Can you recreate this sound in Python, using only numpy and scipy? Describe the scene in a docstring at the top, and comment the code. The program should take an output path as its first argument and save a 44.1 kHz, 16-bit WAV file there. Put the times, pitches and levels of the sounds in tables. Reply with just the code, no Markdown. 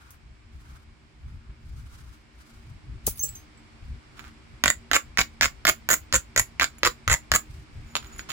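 """Abrading a chert blade

Gloved hands turn a chert blade in a quiet workspace; a tool set down among waste flakes makes them
chink. A coarse abrader is swiped twelve times along the edge: it lands, skips and grinds from tooth to
tooth. Each impact excites the damped modes of the gripped stones (a knock) and of the blade (a ring).
Light touches, mostly before and after the swipes, let the loosely held blade ring longer."""
import sys
import numpy as np
from scipy import signal
from scipy.fft import rfft, irfft, next_fast_len
from scipy.io import wavfile
from scipy.ndimage import map_coordinates

SR = 44100
rng = np.random.default_rng(int(sys.argv[2]) if len(sys.argv) > 2 else 0)


def materialize(psi):
    """Save the field psi as 16-bit PCM at rate SR to the path in sys.argv[1].

    A 1-D psi becomes a single channel; in a 2-D psi each row is a channel.
    """
    bounded = np.clip(np.atleast_2d(psi).T, -1, 1)
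    quanta = np.round(bounded * 32767).astype(np.int16)
    wavfile.write(sys.argv[1], SR, quanta)


N = 366912

# Dull resonances of the gripped stones, and the blade's bending modes damped by the grip.
# Each row: frequency in Hz, bandwidth in Hz, relative level in dB, left minus right in dB.
KNOCK_MODES = [(218, 88, -21, -4), (639, 170, -15, -0.5), (977, 270, -15.5, 1), (1408, 343, -3.5, -8),
               (1893, 350, -1, -4.5), (2078, 520, 0, -5), (3050, 1430, -2, -3), (4960, 1720, -1, 3.5)]
BLADE_MODES = [(6800, 620, -4, 0), (7170, 540, 0, -3), (10600, 1000, -12.5, 3), (11800, 1000, -14.5, 2),
               (15200, 420, -11, -4)]
# Strokes of the abrader. Each row: landing time, skip and grind durations in seconds, teeth caught,
# landing, tooth and grit levels in dB, ring offset in dB, knock pitch factor,
# ring tilt in dB per octave, jolt of the hands in dB.
SWIPES = [(4.6382, .020, .0435, 3, -12.5, -15.5, -37, 0.6, 1.057, -4, -31.5),
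          (4.9143, 0.019, 0.031, 4, -14.5, -20, -20, -5.5, 1.05, -4.5, -37.5),
          (5.1733, 0.012, 0.029, 4, -16.5, -18.5, -23, -7, 1.077, -3, -34),
          (5.4108, 0.012, .034, 4, -12.5, -18, -23, -8, 1.057, -2.5, -31),
          (5.652, 0.017, .027, 4, -13.5, -15.5, -23.5, -3.5, 1.045, -0.5, -37.5),
          (5.889, 0.014, 0.037, 5, -17.5, -21.5, -27, 3.5, 1.01, 3, -39.5),
          (6.126, 0.011, 0.025, 4, -20, -21, -25, 2.5, 1, -9.5, -32),
          (6.362, 0.014, .02, 2, -18, -17.5, -25.5, 3.5, 1.05, -11, -34),
          (6.5974, .014, 0.031, 4, -14.5, -17, -27, -7.5, 1.026, -3, -39.5),
          (6.8326, .018, 0.023, 4, -13, -15.5, -24.5, -8, 1, 1, -35.5),
          (7.0778, 0.021, 0.041, 4, -16, -18, -26, -0.5, 1.03, -5.5, -23.5),
          (7.317, 0.021, 0.023, 3, -12, -20, -23.5, 0, 0.95, -0.5, -32.5)]


def amp(db):
    """Decibels to amplitude ratio."""
    return 10 ** (np.asarray(db) / 20)


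def unit(x):
    """The signal scaled to rms 1."""
    return x / np.sqrt(np.mean(x ** 2) + 1e-20)


def clock(seconds):
    """Sample times over a duration."""
    return np.arange(int(seconds * SR)) / SR


def along(points, hz):
    """Interpolation of (Hz, value) points on a logarithmic frequency axis."""
    knots_hz, values = np.transpose(points)
    return np.interp(np.log(hz + 1), np.log(knots_hz), values)


def wobble(rate):
    """Smooth random modulation with `rate` knots a second."""
    knots = rng.standard_normal(int(N * rate / SR) + 4)
    return map_coordinates(knots, [np.arange(N) * rate / SR])


def arch(start, end):
    """Half-sine speed of one movement, from rest to rest."""
    speed = np.zeros(N)
    i = np.arange(max(int(start * SR), 0), min(int(end * SR), N))
    speed[i] = np.sin(np.pi * (i / SR - start) / (end - start))
    return speed


def filtered(x, response):
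    """Linear filtering: the spectrum is multiplied by a frequency response."""
    size = x.shape[-1]
    padded = next_fast_len(size + 8192)
    return irfft(rfft(x, padded) * response(np.fft.rfftfreq(padded, 1 / SR)), padded)[..., :size]


def noise(spectrum, side_db, pan_db=0, size=N):
    """Coloured noise of rms 1; an independent side signal decorrelates the channels."""
    mid, side = filtered(rng.standard_normal((2, size)), lambda hz: amp(along(spectrum, hz)))
    side = amp(side_db) * side
    return unit(np.array([amp(pan_db) * (mid + side), mid - side]))


def add(track, start, sound):
    """Superposition of a stereo sound on a track, from `start` seconds."""
    part = track[:, round(start * SR):][:, :sound.shape[1]]
    part += sound[:, :part.shape[1]]


def in_room(sound, wet_db, build_s=0.0054):
    """Reverberation: a diffuse tail builds up behind the direct sound and decays exponentially."""
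    # Decay of the room. Each row: frequency in Hz, T60 in seconds.
    decay_times = [(200, 0.16), (1500, 0.12), (7000, 0.13), (15000, 0.14)]
    hz, t, spectra = signal.stft(rng.standard_normal((2, SR // 3)), SR, nperseg=256)
    tail = signal.istft(spectra * amp(-60 * t / along(decay_times, hz)[:, None]), SR, nperseg=256)[1]
    tail *= 1 - np.exp(-np.arange(tail.shape[1]) / SR / build_s)
    response = amp(wet_db) * tail / np.linalg.norm(tail[0])
    response[:, 0] += 1
    return signal.fftconvolve(sound, response, axes=1)


def near_reflections(sound, echo_db=-16.5, count=9):
    """Comb filtering: weak echoes from hands, abrader and lap interfere anew in each pose."""
    paths = np.zeros((2, SR // 50))
    paths[:, 0] = 1
    delays_s = rng.uniform(.0008, .008, (count, 1)) + rng.uniform(0, .0002, (count, 2))
    for delay, sign in zip(delays_s, rng.choice([-1, 1], count)):
        paths[[0, 1], (delay * SR).astype(int)] += sign * amp(echo_db)
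    return signal.fftconvolve(sound, paths, axes=1)


def background(air_db=1, hum_db=-1):
    """Broadband room noise swells slowly, with narrow noise bands heard as a faint hum and whir."""
    # Course of the room noise. Each row: time in seconds, level in dB.
    air_levels = [(1.8, -60.5), (3.4, -56), (7.7, -55.5), (8.2, -51.5)]
    # Its spectrum. Each row: frequency in Hz, relative density in dB.
    air_spectrum = [(59, -62), (100, -12), (135, -3.5), (234, -14.5), (365, -15), (492, -20), (558, -19),
                    (1130, -18), (1330, -19), (2270, -19.5), (3780, -26.5), (5080, -26), (6290, -34.5),
                    (7770, -32), (16000, -61.5)]
    # Hum and whir. Each row: centre in Hz, half width in Hz, level in dB.
    hum_bands = [(229.2, 10, -61), (304.5, 16, -65), (381.2, 7.7, -69.5), (2250, 220, -70)]
    level = amp(np.interp(np.arange(N) / SR, *np.transpose(air_levels)))
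    hum = 0
    for centre, width, db in hum_bands:
        band = filtered(rng.standard_normal(N), lambda hz: np.exp(-((hz - centre) / width) ** 2))
        hum += amp(db + hum_db) * unit(band)
    return level * amp(air_db) * noise(air_spectrum, side_db=0, pan_db=-1.5) + unit(level) * hum


def handling(still_db=-55, waver_db=2.4, flutter_db=3):
    """Friction noise follows speed: moving hands rumble and rub leather over stone."""
    # Turns and regrips. Each row: start and end in seconds, rumble, scuff and hiss levels in dB.
    moves = [(-.05, .187, -68, -59.5, -66.5), (.21, 0.364, -46, -87, -96), (0.506, 0.645, -43, -68, -69.5),
             (0.606, 0.862, -47, -58.5, -64), (1.178, 1.41, -40, -65.5, -72),
             (1.367, 1.63, -44, -65.5, -84), (1.59, 1.896, -41, -67, -66), (1.747, 2.244, -47.5, -61, -61),
             (2.313, 2.7, -70, -63, -63.5), (2.63, 2.797, -39.5, -74, -74), (2.822, 3.026, -36, -70, -80),
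             (3.035, 3.138, -36, -56, -52.5), (3.09, 3.464, -45.5, -76, -56),
             (3.792, 3.996, -38.5, -74, -71), (4.11, 4.353, -49, -54.5, -62.5),
             (4.476, 4.592, -48.5, -67, -78), (7.428, 7.672, -41.5, -74, -62), (7.69, 7.904, -38, -76, -68),
             (7.897, 8.26, -45, -59.5, -66)]
    # The arm's return swing between swipes: rumble, scuff and hiss levels in dB.
    return_db = (-50, -84.5, -72.5)
    # Spectra of the hands and gloves. Each row: frequency in Hz, relative density in dB.
    rumble_spectrum = [(15, -47), (25, -10), (45, -7), (63, -1.5), (90, -8), (130, -12.5), (180, -25.5),
                       (260, -30.5), (400, -54), (800, -107)]
    scuff_spectrum = [(500, -22.5), (900, -10.5), (1400, -2), (2000, -14), (4000, -21.5), (9000, -63)]
    hiss_spectrum = [(1000, -21.5), (2500, -11), (5000, -9), (8000, -11.5), (16000, -21)]
    return_after_s, return_s = 0.084, 0.13
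    jolt_lead_s, jolt_s = 0.012, 0.09  # the hands give way under each swipe
    returns = [(s + return_after_s, s + return_after_s + return_s, *return_db) for s, *_ in SWIPES[:-1]]
    sway, scuff, hiss = sum(amp(db)[:, None] * arch(start, end) for start, end, *db in moves + returns)
    jolts = sum(amp(db) * arch(s - jolt_lead_s, s - jolt_lead_s + jolt_s) for s, *_, db in SWIPES)
    motion = np.hypot(amp(still_db), sway + jolts) * amp(waver_db * wobble(22))
    rumble = motion * noise(rumble_spectrum, side_db=-12.5, pan_db=1.5)
    rustle = scuff * noise(scuff_spectrum, side_db=1) + hiss * noise(hiss_spectrum, side_db=0.5)
    return rumble + amp(flutter_db * wobble(70)) * rustle


def flake_pile(grain_db=4, chink_rise_s=0.0006, thud_rise_s=0.0019):
    """Impact of a tool set down: flakes vibrate freely, chips crunch and the ground thuds."""
    # Modes of each waste flake. Each row: frequency in Hz, relative level in dB, T60 in seconds.
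    flake_modes = {"broad": [(6320, 3, 0.13), (11950, -7, .16)], "thin": [(10440, -3, 0.15),
                   (12200, -8, 0.12), (4600, -9, .07)], "small": [(7770, 4, 0.027), (12650, -20, 0.095)],
                   "sliver": [(15650, 0, 0.17)]}
    # Blows on the flakes. Each row: start in seconds, flake, level in dB.
    chinks = [(3.066, "thin", -28), (3.067, "broad", -37.5), (3.156, "thin", -41), (3.193, "broad", -29),
              (3.209, "sliver", -28), (3.226, "broad", -27.5), (3.236, "small", -16),
              (3.236, "sliver", -25), (3.29, "small", -28.5), (3.337, "sliver", -45),
              (3.352, "broad", -39.5), (3.575, "small", -51)]
    # Loose chips shifting. Each row: start in seconds, level in dB, rise and T60 in seconds.
    crunches = [(0.105, -39, 0.0013, 0.032), (3.065, -14, 0.0027, 0.046), (3.076, -45, 0.0019, 0.099),
                (3.17, -39.5, 0.0052, 0.15), (3.229, -27, 0.005, 0.061), (3.35, -49, 0.0023, 0.062)]
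    # The tool's weight landing. Each row: start in seconds, level in dB, T60 in seconds.
    thuds = [(3.076, -16.5, 0.037), (3.237, -37.5, 0.12)]
    # Spectra of chips and ground. Each row: frequency in Hz, relative density in dB.
    chip_spectrum = [(300, -16.5), (1200, -22.5), (3000, -11.5), (4700, -4.5), (7000, 0), (12000, 2.5),
                     (16000, 4)]
    ground_spectrum = [(25, -5), (50, 2), (120, -0.5), (300, -12.5), (520, -8), (800, -20), (2000, -33),
                       (4000, -37)]
    out, t = np.zeros((2, N)), clock(0.16)
    for start, flake, blow_db in chinks:
        for hz, db, t60 in flake_modes[flake]:
            phase = np.array([[0], [rng.uniform(-2.9, 0.67)]])
            envelope = amp(blow_db + db - 60 * t / t60) * (1 - np.exp(-t / chink_rise_s))
            ring = envelope * np.sin(2 * np.pi * hz * t + phase) * amp([[-1], [1]])
            add(out, start, in_room(ring, wet_db=-6.5))
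    for start, db, rise, t60 in crunches:
        grains = unit(np.repeat(amp(grain_db * rng.standard_normal(len(t))), 32)[:len(t)])
        envelope = np.minimum(t / rise, 1) * amp(db - 60 * np.maximum(t - rise, 0) / t60)
        chips = noise(chip_spectrum, side_db=2, pan_db=-0.5, size=len(t))
        add(out, start, in_room(envelope * grains * chips, wet_db=-4))
    for start, db, t60 in thuds:
        envelope = amp(db - 60 * t / t60) * (1 - np.exp(-t / thud_rise_s))
        add(out, start, envelope * noise(ground_spectrum, side_db=-12.5, size=len(t)))
    return out


def modal_ring(modes, detune, rise_s=0.000094, left_lag_s=0.00017):
    """Free vibration as a sum of damped sines; the spot struck shifts and weights each mode."""
    hz, width, db, pan = np.transpose(modes)[:, :, None]
    shift, strength, lean = rng.standard_normal((3, len(hz), 1))
    hz, db, pan = hz + detune * width * shift, db + 3 * strength, pan + 3 * lean
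    polarity = (-1) ** np.arange(len(hz))[:, None]
    channels = []
    for side, delay in ((1, rng.normal(left_lag_s, .00002)), (-1, 0)):
        t = np.maximum(clock(np.pi / width.min()) - delay, 0)
        gain = polarity * np.sqrt(width) * amp(db + side * pan / 2)
        partials = gain * np.exp(-np.pi * width * t) * np.sin(2 * np.pi * hz * t)
        channels.append(partials.sum(0) * (1 - np.exp(-t / rise_s)))
    ring = np.array(channels)
    return ring / np.sqrt(np.mean(ring[:, :132] ** 2))  # rms 1 over the first 3 ms


def gripped(modes, pitch, tilt_db, vary_db=0.82):
    """Boundary conditions: each grip retunes the modes and changes their strengths."""
    hz, width, db, pan = np.transpose(modes)
    db = db + tilt_db * np.log2(hz / hz[0]) - vary_db * rng.standard_normal(len(hz))
    return np.transpose([hz * pitch, width, db, pan])


def toward_tip(knock_db, ring_db, place, fade_db=1.5, rise_db=5):
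    """Excitation depends on position: toward the tip (place 0 to 1) knock fades and ring grows."""
    knock_db, ring_db = rng.normal([knock_db, ring_db], 1)
    return knock_db - fade_db * (place - .5), ring_db + rise_db * (place - .5)


def impact(knock_db, ring_db, knock=KNOCK_MODES, ring=BLADE_MODES):
    """Impulsive excitation: the stones knock, and the blade rings as the contact lets go."""
    sound = np.zeros((2, SR // 40))
    add(sound, 0, amp(knock_db) * modal_ring(knock, detune=.25, rise_s=.0003, left_lag_s=.00011))
    add(sound, .0003, amp(ring_db) * modal_ring(ring, detune=.3, rise_s=.0002))
    return sound


def grind(seconds, knock_db, ring_db, knock=KNOCK_MODES, ring=BLADE_MODES, rate_hz=520, scatter_db=4.5):
    """Roughness noise: grit crosses the edge as an irregular train of tiny impacts."""
    sound = np.zeros((2, int((seconds + .03) * SR)))
    ticks = max(int(rate_hz * seconds), 1)
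    places = (np.arange(ticks) + rng.random(ticks)) / ticks
    sizes = unit(amp(scatter_db * rng.standard_normal(ticks))) / np.sqrt(rate_hz * .003)
    for place, size in zip(places, sizes):
        add(sound, place * seconds, size * impact(*toward_tip(knock_db, ring_db, place), knock, ring))
    return sound


def touches(click_db=-17, flutter_db=6):
    """Light damping: the loosely held blade rings when tapped and sings when driven by friction."""
    # Modes of the loose blade, and of a tap on its tip.
    # Each row: frequency in Hz, bandwidth in Hz, relative level in dB, left minus right in dB.
    loose_modes = [(6944, 44, 0, 0), (11060, 38, -10, 0), (14990, 34, -11, -2)]
    tap_modes = [(1340, 410, -3, -11), (2185, 1300, 4.5, -4), (3220, 2730, 4.5, -13), (5530, 690, -16, 12)]
    # Light taps of stone on stone. Each row: start in seconds, knock and ring levels in dB.
    taps = [(4.194, -35.5, -51), (4.207, -50, -66), (6.784, -50.5, -46.5), (7.9538, -18.5, -27),
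            (7.966, -21, -32), (8.068, -58, -47.5), (8.162, -48, -48), (8.194, -29.5, -61),
            (8.294, -39, -39), (8.304, -28.5, -34), (8.317, -32.5, -49)]
    # Light slides. Each row: start and end in seconds, knock, ring and singing levels in dB.
    slides = [(4.169, 4.213, -53, -65, -77), (4.238, 4.285, -52.5, -65, -81), (7.86, 7.95, -68, -75, -67.5),
              (8.024, 8.066, -50.5, -62, -66), (8.117, 8.166, -81, -64, -63), (8.18, 8.192, -64, -64, -50),
              (8.289, 8.321, -37.5, -50, -53)]
    out = np.zeros((2, N))
    for start, knock_db, ring_db in taps:
        tap = impact(knock_db, knock_db + click_db, tap_modes)
        add(out, start, in_room(near_reflections(tap), wet_db=-9))
        add(out, start, in_room(amp(ring_db) * modal_ring(loose_modes, detune=0.3), wet_db=-9.5))
    for start, end, knock_db, ring_db, sing_db in slides:
        add(out, start, in_room(grind(end - start, knock_db, ring_db, tap_modes), wet_db=-12))
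        friction, pressure = rng.standard_normal((2, 1, len(clock(end - start))))
        force = friction * amp(flutter_db * pressure)
        song = signal.fftconvolve(force, modal_ring(loose_modes, detune=.1), axes=1)
        add(out, start, in_room(amp(sing_db) * unit(song), wet_db=-3.5))
    return out


def abrading(ping_db=-2, chatter_db=-10, tooth_jitter=0.12):
    """An impact train: the abrader lands, skips, then catches tooth after tooth, chattering on each."""
    landing_ring_db, grit_ring_db = -5, 2  # added to the swipe's ring offset
    overhang_s = 0.003  # grit sounds just before the first tooth and after the last
    dulling = 0.15  # the knock's treble falls as the ring grows, in dB per octave per dB
    mean_ring_db = np.transpose(SWIPES)[7].mean()
    out = np.zeros((2, N))
    for start, skip, length, teeth, landing_db, tooth_db, grit_db, ring_db, pitch, tilt_db, _ in SWIPES:
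        knock = gripped(KNOCK_MODES, pitch, dulling * (mean_ring_db - ring_db))
        ring = gripped(BLADE_MODES, 1, tilt_db)
        places = np.linspace(0, 1, teeth)
        places[1:-1] += tooth_jitter * rng.standard_normal(teeth - 2) / teeth
        landing_ring = gripped(BLADE_MODES, pitch=0.94, tilt_db=2)  # a hard blow favours high modes
        catches = [(0, landing_ring, landing_db, landing_db + ring_db + landing_ring_db)]
        for place in places:
            levels_db = toward_tip(tooth_db, tooth_db + ring_db, place)
            catches.append((skip + place * length, ring, *levels_db))
        swipe = np.zeros((2, SR // 7))
        for after, blade, hit_db, blade_db in catches:
            add(swipe, after, impact(hit_db, blade_db + ping_db, knock, blade))
            chatter = grind(0.003, hit_db, blade_db + ping_db, knock, ring)
            add(swipe, after + .0005, amp(chatter_db) * chatter)
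        grit = grind(length + 2 * overhang_s, grit_db, grit_db + ring_db + grit_ring_db, knock, ring)
        add(swipe, max(skip - overhang_s, 0), grit)
        add(out, start, in_room(near_reflections(swipe), wet_db=-10))
    return out


def scene():
    """Superposition of all sources in stereo."""
    return abrading() + touches() + flake_pile() + handling() + background()


def record(dry):
    """Soft saturation rounds the highest peaks, and a steep low-pass limits the band."""
    cutoff_hz = 16100
    rounded = dry / (1 + np.abs(dry) ** 6) ** (1 / 6)
    return filtered(rounded, lambda hz: 1 / np.sqrt(1 + (hz / cutoff_hz) ** 160))


dry = scene()
out = record(dry)
materialize(out)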